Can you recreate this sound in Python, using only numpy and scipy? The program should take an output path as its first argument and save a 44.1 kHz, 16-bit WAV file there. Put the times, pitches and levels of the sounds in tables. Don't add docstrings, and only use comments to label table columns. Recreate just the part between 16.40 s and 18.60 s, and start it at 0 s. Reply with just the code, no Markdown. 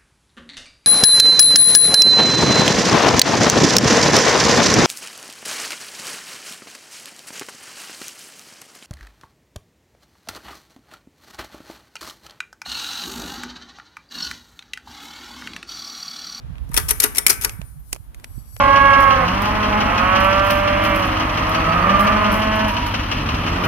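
import sys
import numpy as np
from scipy import signal
from scipy.fft import rfft, irfft, next_fast_len
from scipy.io import wavfile
from scipy.ndimage import map_coordinates

SR = 44100
rng = np.random.default_rng(int(sys.argv[2]) if len(sys.argv) > 2 else 0)


def dump_mix(stems):
    frames = np.atleast_2d(stems).T
    limited = np.clip(frames, -1, 1)
    pcm = np.round(limited * 32767).astype(np.int16)
    wavfile.write(sys.argv[1], SR, pcm)


N = 97020

DRAUGHT = [(0.0, -45, -14), (0.04, -41.5, -6), (0.37, -37.5, -9), (0.77, -43, -1.5), (1.1, -41.5, 1.5),
           (1.12, -45, -12), (1.88, -50.5, -2.5), (1.96, -45.5, -14), (2.2, -50.5, -2.5)]
RUMBLE_COLOUR = [(18, -19.5), (30, 3.5), (54, 5.5), (92, -3.5), (146, -8.5), (200, -19), (300, -30),
                 (500, -57), (900, -120)]
# (time [s], level [dB], length [s], left over right [dB], brightness [0-1])
PUFFS = [(0.111, -34.5, 0.016, -21, 0.96), (0.213, -30.5, 0.026, -28.5, 0),
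         (0.301, -33.5, 0.0092, -12.5, 0.86), (0.347, -35.5, 0.031, -31, 0.04),
         (0.443, -33.5, 0.023, -12, 1), (0.996, -28, 0.016, -9, 0.53), (1.141, -38, 0.023, -23, 0.65),
         (1.197, -36, 0.015, -19, 1), (1.232, -37, 0.056, -13.5, 0.77), (1.522, -40, 0.026, -9.5, 0.41),
         (1.374, -43.5, 0.044, -21, 0.92), (1.605, -37.5, 0.014, -24.5, 0.36), (1.694, -35, 0.03, -20, 0.1),
         (1.777, -31.5, 0.027, -13, 0), (1.906, -41.5, 0.031, -27, 0.47), (1.98, -34, 0.012, -29, 0.8),
         (2.157, -36, 0.033, -10.5, 0.64)]
WHIRR_LEVELS = [(0, -56.5), (.35, -57), (.6, -51), (1.1, -53.5), (1.3, -66.5), (1.6, -66), (1.78, -60.5),
                (2, -62), (2.2, -66.5)]
WHIRR_COLOUR = [(150, -25), (250, -5.5), (416, -17), (700, -15.5), (1280, -17), (2040, -24), (3400, -26.5),
                (9000, -44), (12000, -69.5), (19000, -120)]
HUM_LEVELS = [(0, -61), (.35, -57.5), (1.1, -63.5), (1.298, -93), (2.2, -99)]
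HISS_LEVELS = [(0, -76), (.28, -70), (.4, -43), (1.1, -61.5), (1.3, -58.5), (1.42, -63.5), (1.5, -54),
               (1.62, -63), (1.72, -69.5), (1.8, -64), (2.2, -58.5)]
HISS_COLOUR = [(2350, -37.5), (4000, -8.5), (5020, -7.5), (7530, -5), (9830, -0.5), (14600, -3.5),
               (16000, -18.5)]
TICKS = [(0.1551, -32, -20, 5), (0.182, -32.5, -13, -5), (1.0943, -13.5, -2.5, -14),
         (1.2156, -22, -7.5, 3.5), (1.5291, -5, 6, -3.5), (1.5334, -26, -6, 33), (1.547, -26, 10, 11),
         (1.554, -30.5, 0, 7.5), (1.562, -24, -0.5, 10), (1.746, -29, 0.5, -2.5), (1.7984, -36, -2, 0.5),
         (1.8387, -38, -1, 16), (1.8435, -18.5, -3.5, -11), (2.165, -23, -4.5, 6)]
TICK_COLOUR = [(150, -36.5), (400, 2.5), (900, -1.5), (1700, 0.5), (2200, 5), (3700, -4), (6000, -3),
               (9000, -2.5), (11000, -3.5), (16000, -15)]
# (time [s], crack level [dB], thud over crack [dB], clink over crack [dB],
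# rise [s], crack hold [s], ping pitch [Hz]); the ping's pitch depends on how the part lands
KNOCKS = [(0.2908, -49, -19.5, -29.5, .0005, 0.0013, 5500), (0.3154, -42.5, 1.5, -18, 0.00051, .002, 5930),
          (0.342, -19.5, -11.5, -7.5, 0.00088, 0.00059, 5460),
          (0.363, -15, -12, -5.5, 0.0042, 0.0059, 5500), (0.3732, -10, -8, -6.5, 0.0024, 0.0054, 5920),
          (.488, -18.5, -18, -16, 0.00017, 0.00052, 5450), (0.4986, -28, -6, -20.5, 0.00078, 0.00074, 5450),
          (0.5074, -13, -11.5, -3.5, 0.00053, .0041, 5860), (0.6007, -11, -19, -9, 0.00046, 0.003, 5260),
          (0.6202, -20.5, -10.5, -13.5, 0.00061, 0.0013, 5650),
          (0.6313, -14, -15, -16.5, 0.00079, 0.00075, 5400),
          (0.6373, -9.5, -7.5, -11.5, 0.0011, 0.0053, 5470), (0.7578, -27.5, -13, -4, 0.00068, .001, 5760),
          (0.77, -22, -9.5, -16, 0.0025, .003, 5800), (0.7822, -10, -16, -5, 0.00097, 0.0024, 5580),
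          (0.8652, -4.5, -23, -3, 0.00013, 0.0014, 5360), (0.88, -18, -9.5, -18.5, 0.0017, 0.003, 5460),
          (0.8921, -15.5, -12.5, -17.5, 0.0028, 0.0048, 5800),
          (0.8975, -9.5, -9, -1.5, 0.0022, 0.009, 5260), (1.0168, -33, -7, -27.5, 0.0008, 0.0016, 5370),
          (1.029, -30, -13.5, -19, .0005, 0.00088, 5550), (1.0359, -24.5, -17, -32, .001, 0.0023, 5500),
          (1.042, -27, 0, -17.5, 0.00061, 0.00089, 5500), (1.0464, -11.5, -13.5, -6.5, .001, 0.0024, 5360)]
CRACK_COLOUR = [(1470, -26), (2500, -5), (3630, -8.5), (4950, -6.5), (5480, -1.5), (7830, -8), (8270, -1.5),
                (9010, -7), (11400, -3.5), (16000, -14.5)]
THUD_COLOUR = [(120, -34.5), (200, -1), (425, -2), (695, -6.5), (904, -1.5), (1550, 1.5), (2390, -3.5),
               (3500, -22), (4550, -12), (7700, -120)]
HOUSING_TONES = [(362.8, -7.5, 0.052), (428, -5.5, 0.11), (936.6, -7.5, 0.094), (1159, -14.5, 0.2),
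                 (1225, -9, 0.13), (1315, -13, 0.18), (1462, -13.5, 0.16), (1533, -23.5, 0.76),
                 (1744, -3.5, 0.065), (1955, -4.5, 0.11)]
METAL_TONES = [(2087, -3.5, 0.024), (2283, 0, .03), (2452, -5, 0.027), (7130, -5, 0.03), (8430, -4, 0.054),
               (9540, 6.5, 0.017), (10320, -1, 0.031), (11210, 1.5, 0.01), (11370, -9.5, 0.026),
               (13130, -12, 0.015)]
SKIDS = [(0.332, 0.034, -41.5), (0.365, 0.042, -35.5), (0.483, 0.027, -29), (0.599, 0.064, -31.5),
         (0.7482, 0.027, -32), (0.889, 0.028, -30.5), (0.912, 0.029, -38), (1.0097, 0.023, -33)]
ROOM_FADES = [(300, 0.57), (1400, 0.73), (4000, 0.21), (10000, 0.33)]
TINKLES = [(1.116, 14060, -44, .2), (1.116, 12870, -50, .25), (1.12, 8480, -50, .35), (1.12, 9470, -55, .6),
           (1.255, 9470, -50, .3), (1.393, 14060, -52, .1), (1.393, 12870, -54, .1)]
SIZZLE_LEVELS = [(0, -100), (1.8, -100), (1.87, -62.5), (2, -53), (2.03, -61), (2.1, -55.5), (2.2, -49.5)]
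SIZZLE_BANDS = [(4625, 100, -1), (5740, 270, -2.5), (7970, 410, 0.5), (8900, 930, -17.5), (11370, 310, 1),
                (11450, 400, -7.5), (12950, 500, -8)]
PORT_BALANCE = [(60, -10.5), (240, -6), (480, 3), (950, 1), (2300, 1), (3770, 0), (6000, 3), (8500, 4),
                (10500, 19), (13000, 16), (16000, 8.5)]
# (frequency [Hz], level added on the left and taken from the right [dB])
TICK_BALANCE = [(400, -9), (2000, -0.5), (5000, -4.0), (8000, -3), (12000, -6)]
T = np.arange(N) / SR


def amp(db):
    return 10 ** (np.asarray(db) / 20)


def unit(x):
    return x / np.sqrt(np.mean(x ** 2) + 1e-20)


def along(points, hz):
    f, v = np.transpose(points)
    return np.interp(np.log(hz + 1), np.log(f + 1), v)


def curves(rows):
    times, *columns = np.transpose(rows)
    return [np.interp(T, times, column) for column in columns]


def wobble(rate):
    knots = rng.standard_normal((2, 600))
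    return np.array([map_coordinates(k, [T * rate]) for k in knots])


def filtered(x, response):
    size = next_fast_len(x.shape[-1] + 8192)
    return irfft(rfft(x, size) * response(np.fft.rfftfreq(size, 1 / SR)), size)[..., :x.shape[-1]]


def noise(colour, size=N):
    return unit(filtered(rng.standard_normal((2, size)), lambda hz: amp(along(colour, hz))))


def add(track, start, sound):
    part = track[:, max(round(start * SR), 0):][:, :sound.shape[-1]]
    part += sound[:, :part.shape[-1]]


def draught():
    db, pan = curves(DRAUGHT)
    rumble = unit(amp(1.3 * wobble(14.19)) * noise(RUMBLE_COLOUR))
    return amp(db + 7.5 + np.array([pan, -pan]) / 2) * (rumble - 0.13 * rumble[::-1])


def whirr():
    return amp(curves(WHIRR_LEVELS)[0] + 5.0 + 0.45 * wobble(32.0)) * noise(WHIRR_COLOUR)


def motor_hum(hz=486):
    level = amp(curves(HUM_LEVELS)[0] + 1.6 * wobble(24.0) + [[-12], [0]])
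    return level * np.sin(2 * np.pi * hz * T + 0.67 * wobble(5.5))


def hiss():
    return amp(curves(HISS_LEVELS)[0] + 1.5 * wobble(17.0)) * noise(HISS_COLOUR)


def puffs(dull_hz=49.2, bright_octaves=1.72, snap_db=7.5, snap_share=0.25):
    out = np.zeros((2, N))
    for centre, db, length, pan, bright in PUFFS:
        offset = 2 * (T - centre) / length
        hz = dull_hz * 2 ** (bright_octaves * bright)
        swing = np.exp(-offset ** 2) * np.cos(2 * np.pi * (hz * (T - centre) + rng.random((2, 1))))
        snap = bright ** 2 * amp(snap_db) * np.exp(-(offset / snap_share) ** 2)
        out += amp(db + np.array([[pan], [-pan]]) / 2) * (swing + snap)
    return out


def ticks(snap_t60=.0055, tail_t60=.03):
    out, t = np.zeros((2, N)), T[:SR // 10] - .01
    after = np.clip(t, 0, None)
    creak = amp(-19.5) * np.exp(np.clip(t, None, 0) / 0.0019) * (t <= 0)
    snap = (1 - np.exp(-after / 0.00079)) * amp(-60 * after / snap_t60)
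    tail = amp(-13.5 - 60 * after / tail_t60) * (t > 0)
    for start, db, treble_db, bass_db in TICKS:
        colour = [(hz, level + treble_db * (hz > 5000) + bass_db * (hz < 1200))
                  for hz, level in TICK_COLOUR]
        add(out, start + t[0], amp(db - 2.0) * (creak + snap + tail) * noise(colour, len(t)))
    return filtered(out, lambda hz: amp(along(TICK_BALANCE, hz) * np.array([[1], [-1]])))


def uneven(x, depth_db=4, spacing_hz=350):
    knots = rng.standard_normal(80)
    return filtered(x, lambda hz: amp(depth_db * map_coordinates(knots, [hz / spacing_hz])))


def ring(tones, t, detune, scatter_db=3):
    hz, db, t60 = np.transpose(tones)[:, :, None]
    pitch = hz * (1 + detune * rng.standard_normal(hz.shape))
    db = db + scatter_db * rng.standard_normal((2,) + hz.shape)
    return (amp(db - 60 * t / t60) * np.sin(2 * np.pi * (pitch * t + rng.random(db.shape)))).sum(1)


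def knocks(crack_t60=0.028, thud_t60=0.1, ping_db=4, ping_t60=.022):
    out, t = np.zeros((2, N)), T[:SR // 3]
    for start, db, thud_db, clink_db, rise, hold, ping_hz in KNOCKS:
        attack = np.clip(t / rise, 0, 1) ** 2
        crack_fade = amp(-60 * np.clip(t - hold, 0, None) / crack_t60)
        crack = crack_fade * unit(uneven(noise(CRACK_COLOUR, len(t))))
        thump = amp(-60 * t / thud_t60) * noise(THUD_COLOUR, len(t))
        thud = (1 - np.exp(-t / 0.0019)) * (thump + ring(HOUSING_TONES, t, detune=0.0057))
        clink = ring(METAL_TONES + [(ping_hz, ping_db, ping_t60)], t, detune=0.0038)
        add(out, start, amp(db) * attack * (crack + amp(thud_db) * thud + amp(clink_db) * clink))
    return out


def room_echo(x):
    hz, t, spectrum = signal.stft(rng.standard_normal((2, SR // 2)), SR, nperseg=256)
    fade = amp(-60 * t / along(ROOM_FADES, hz)[:, None])
    tail = signal.istft(spectrum * fade, SR, nperseg=256)[1]
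    delayed = np.pad(x, ((0, 0), (300, 0)))
    return signal.fftconvolve(delayed, tail / np.linalg.norm(tail[0]), axes=1)[:, :N]


def skids(bumps_per_s=1100, stop_t60=0.062, jingle_db=-6.5):
    level = np.zeros(N)
    for start, length, db in SKIDS:
        attack = np.clip((T - start) * 500, 0, 1)
        level += attack * amp(db - 60 * np.clip(T - start - length, 0, None) / stop_t60)
    bumps = (rng.random(N) < bumps_per_s / SR) * amp(0.85 * np.clip(rng.standard_normal(N), -2, 1.2))
    grit = unit(np.convolve(bumps, amp(-60 * T[:400] / 0.01))[:N])
    clink = ring(METAL_TONES, T[:SR // 10], detune=0.0034)
    jingle = unit(signal.fftconvolve(bumps[None], clink, axes=1)[:, :N])
    scrape = (0.4 + grit) * (noise(CRACK_COLOUR) + amp(-10) * noise(THUD_COLOUR))
    return level * (scrape + amp(jingle_db) * jingle)


def tinkle():
    out = np.zeros((2, N))
    for start, hz, db, t60 in TINKLES:
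        t = np.clip(T - start, 0, None)
        level = amp(db + 2.7 * wobble(20) - 60 * t / t60) * (1 - np.exp(-t / 0.0029))
        out += level * np.sin(2 * np.pi * hz * T + wobble(39))
    return out


def sizzle():
    def bands(hz):
        return sum(amp(db) / (1 + (2 * (hz - centre) / width) ** 2)
                   for centre, width, db in SIZZLE_BANDS)
    level = amp(curves(SIZZLE_LEVELS)[0] + 1.114 * wobble(44.97))
    return level * unit(filtered(rng.standard_normal((2, N)), bands))


def scene(echo_db=-16, bass_cut_hz=36):
    rattle = knocks() + skids()
    sounds = rattle + amp(echo_db) * room_echo(rattle) + tinkle() + ticks()
    sounds += whirr() + motor_hum() + sizzle() + hiss()
    sounds = filtered(sounds, lambda hz: amp(along(PORT_BALANCE, hz) * np.array([[.5], [-.5]])))
    air = filtered(draught() + puffs(), lambda hz: 1 / (1 + (bass_cut_hz / (hz + 1)) ** 8))
    return sounds + air


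def record(dry):
    squashed = dry / (1 + np.abs(dry / 1.05) ** 6) ** (1 / 6)
    trimmed = filtered(squashed, lambda hz: (hz < 16470) / (1 + (hz / 15900) ** 60))
    return np.clip(trimmed, -1, 1)


dry = scene()
out = record(dry)
dump_mix(out)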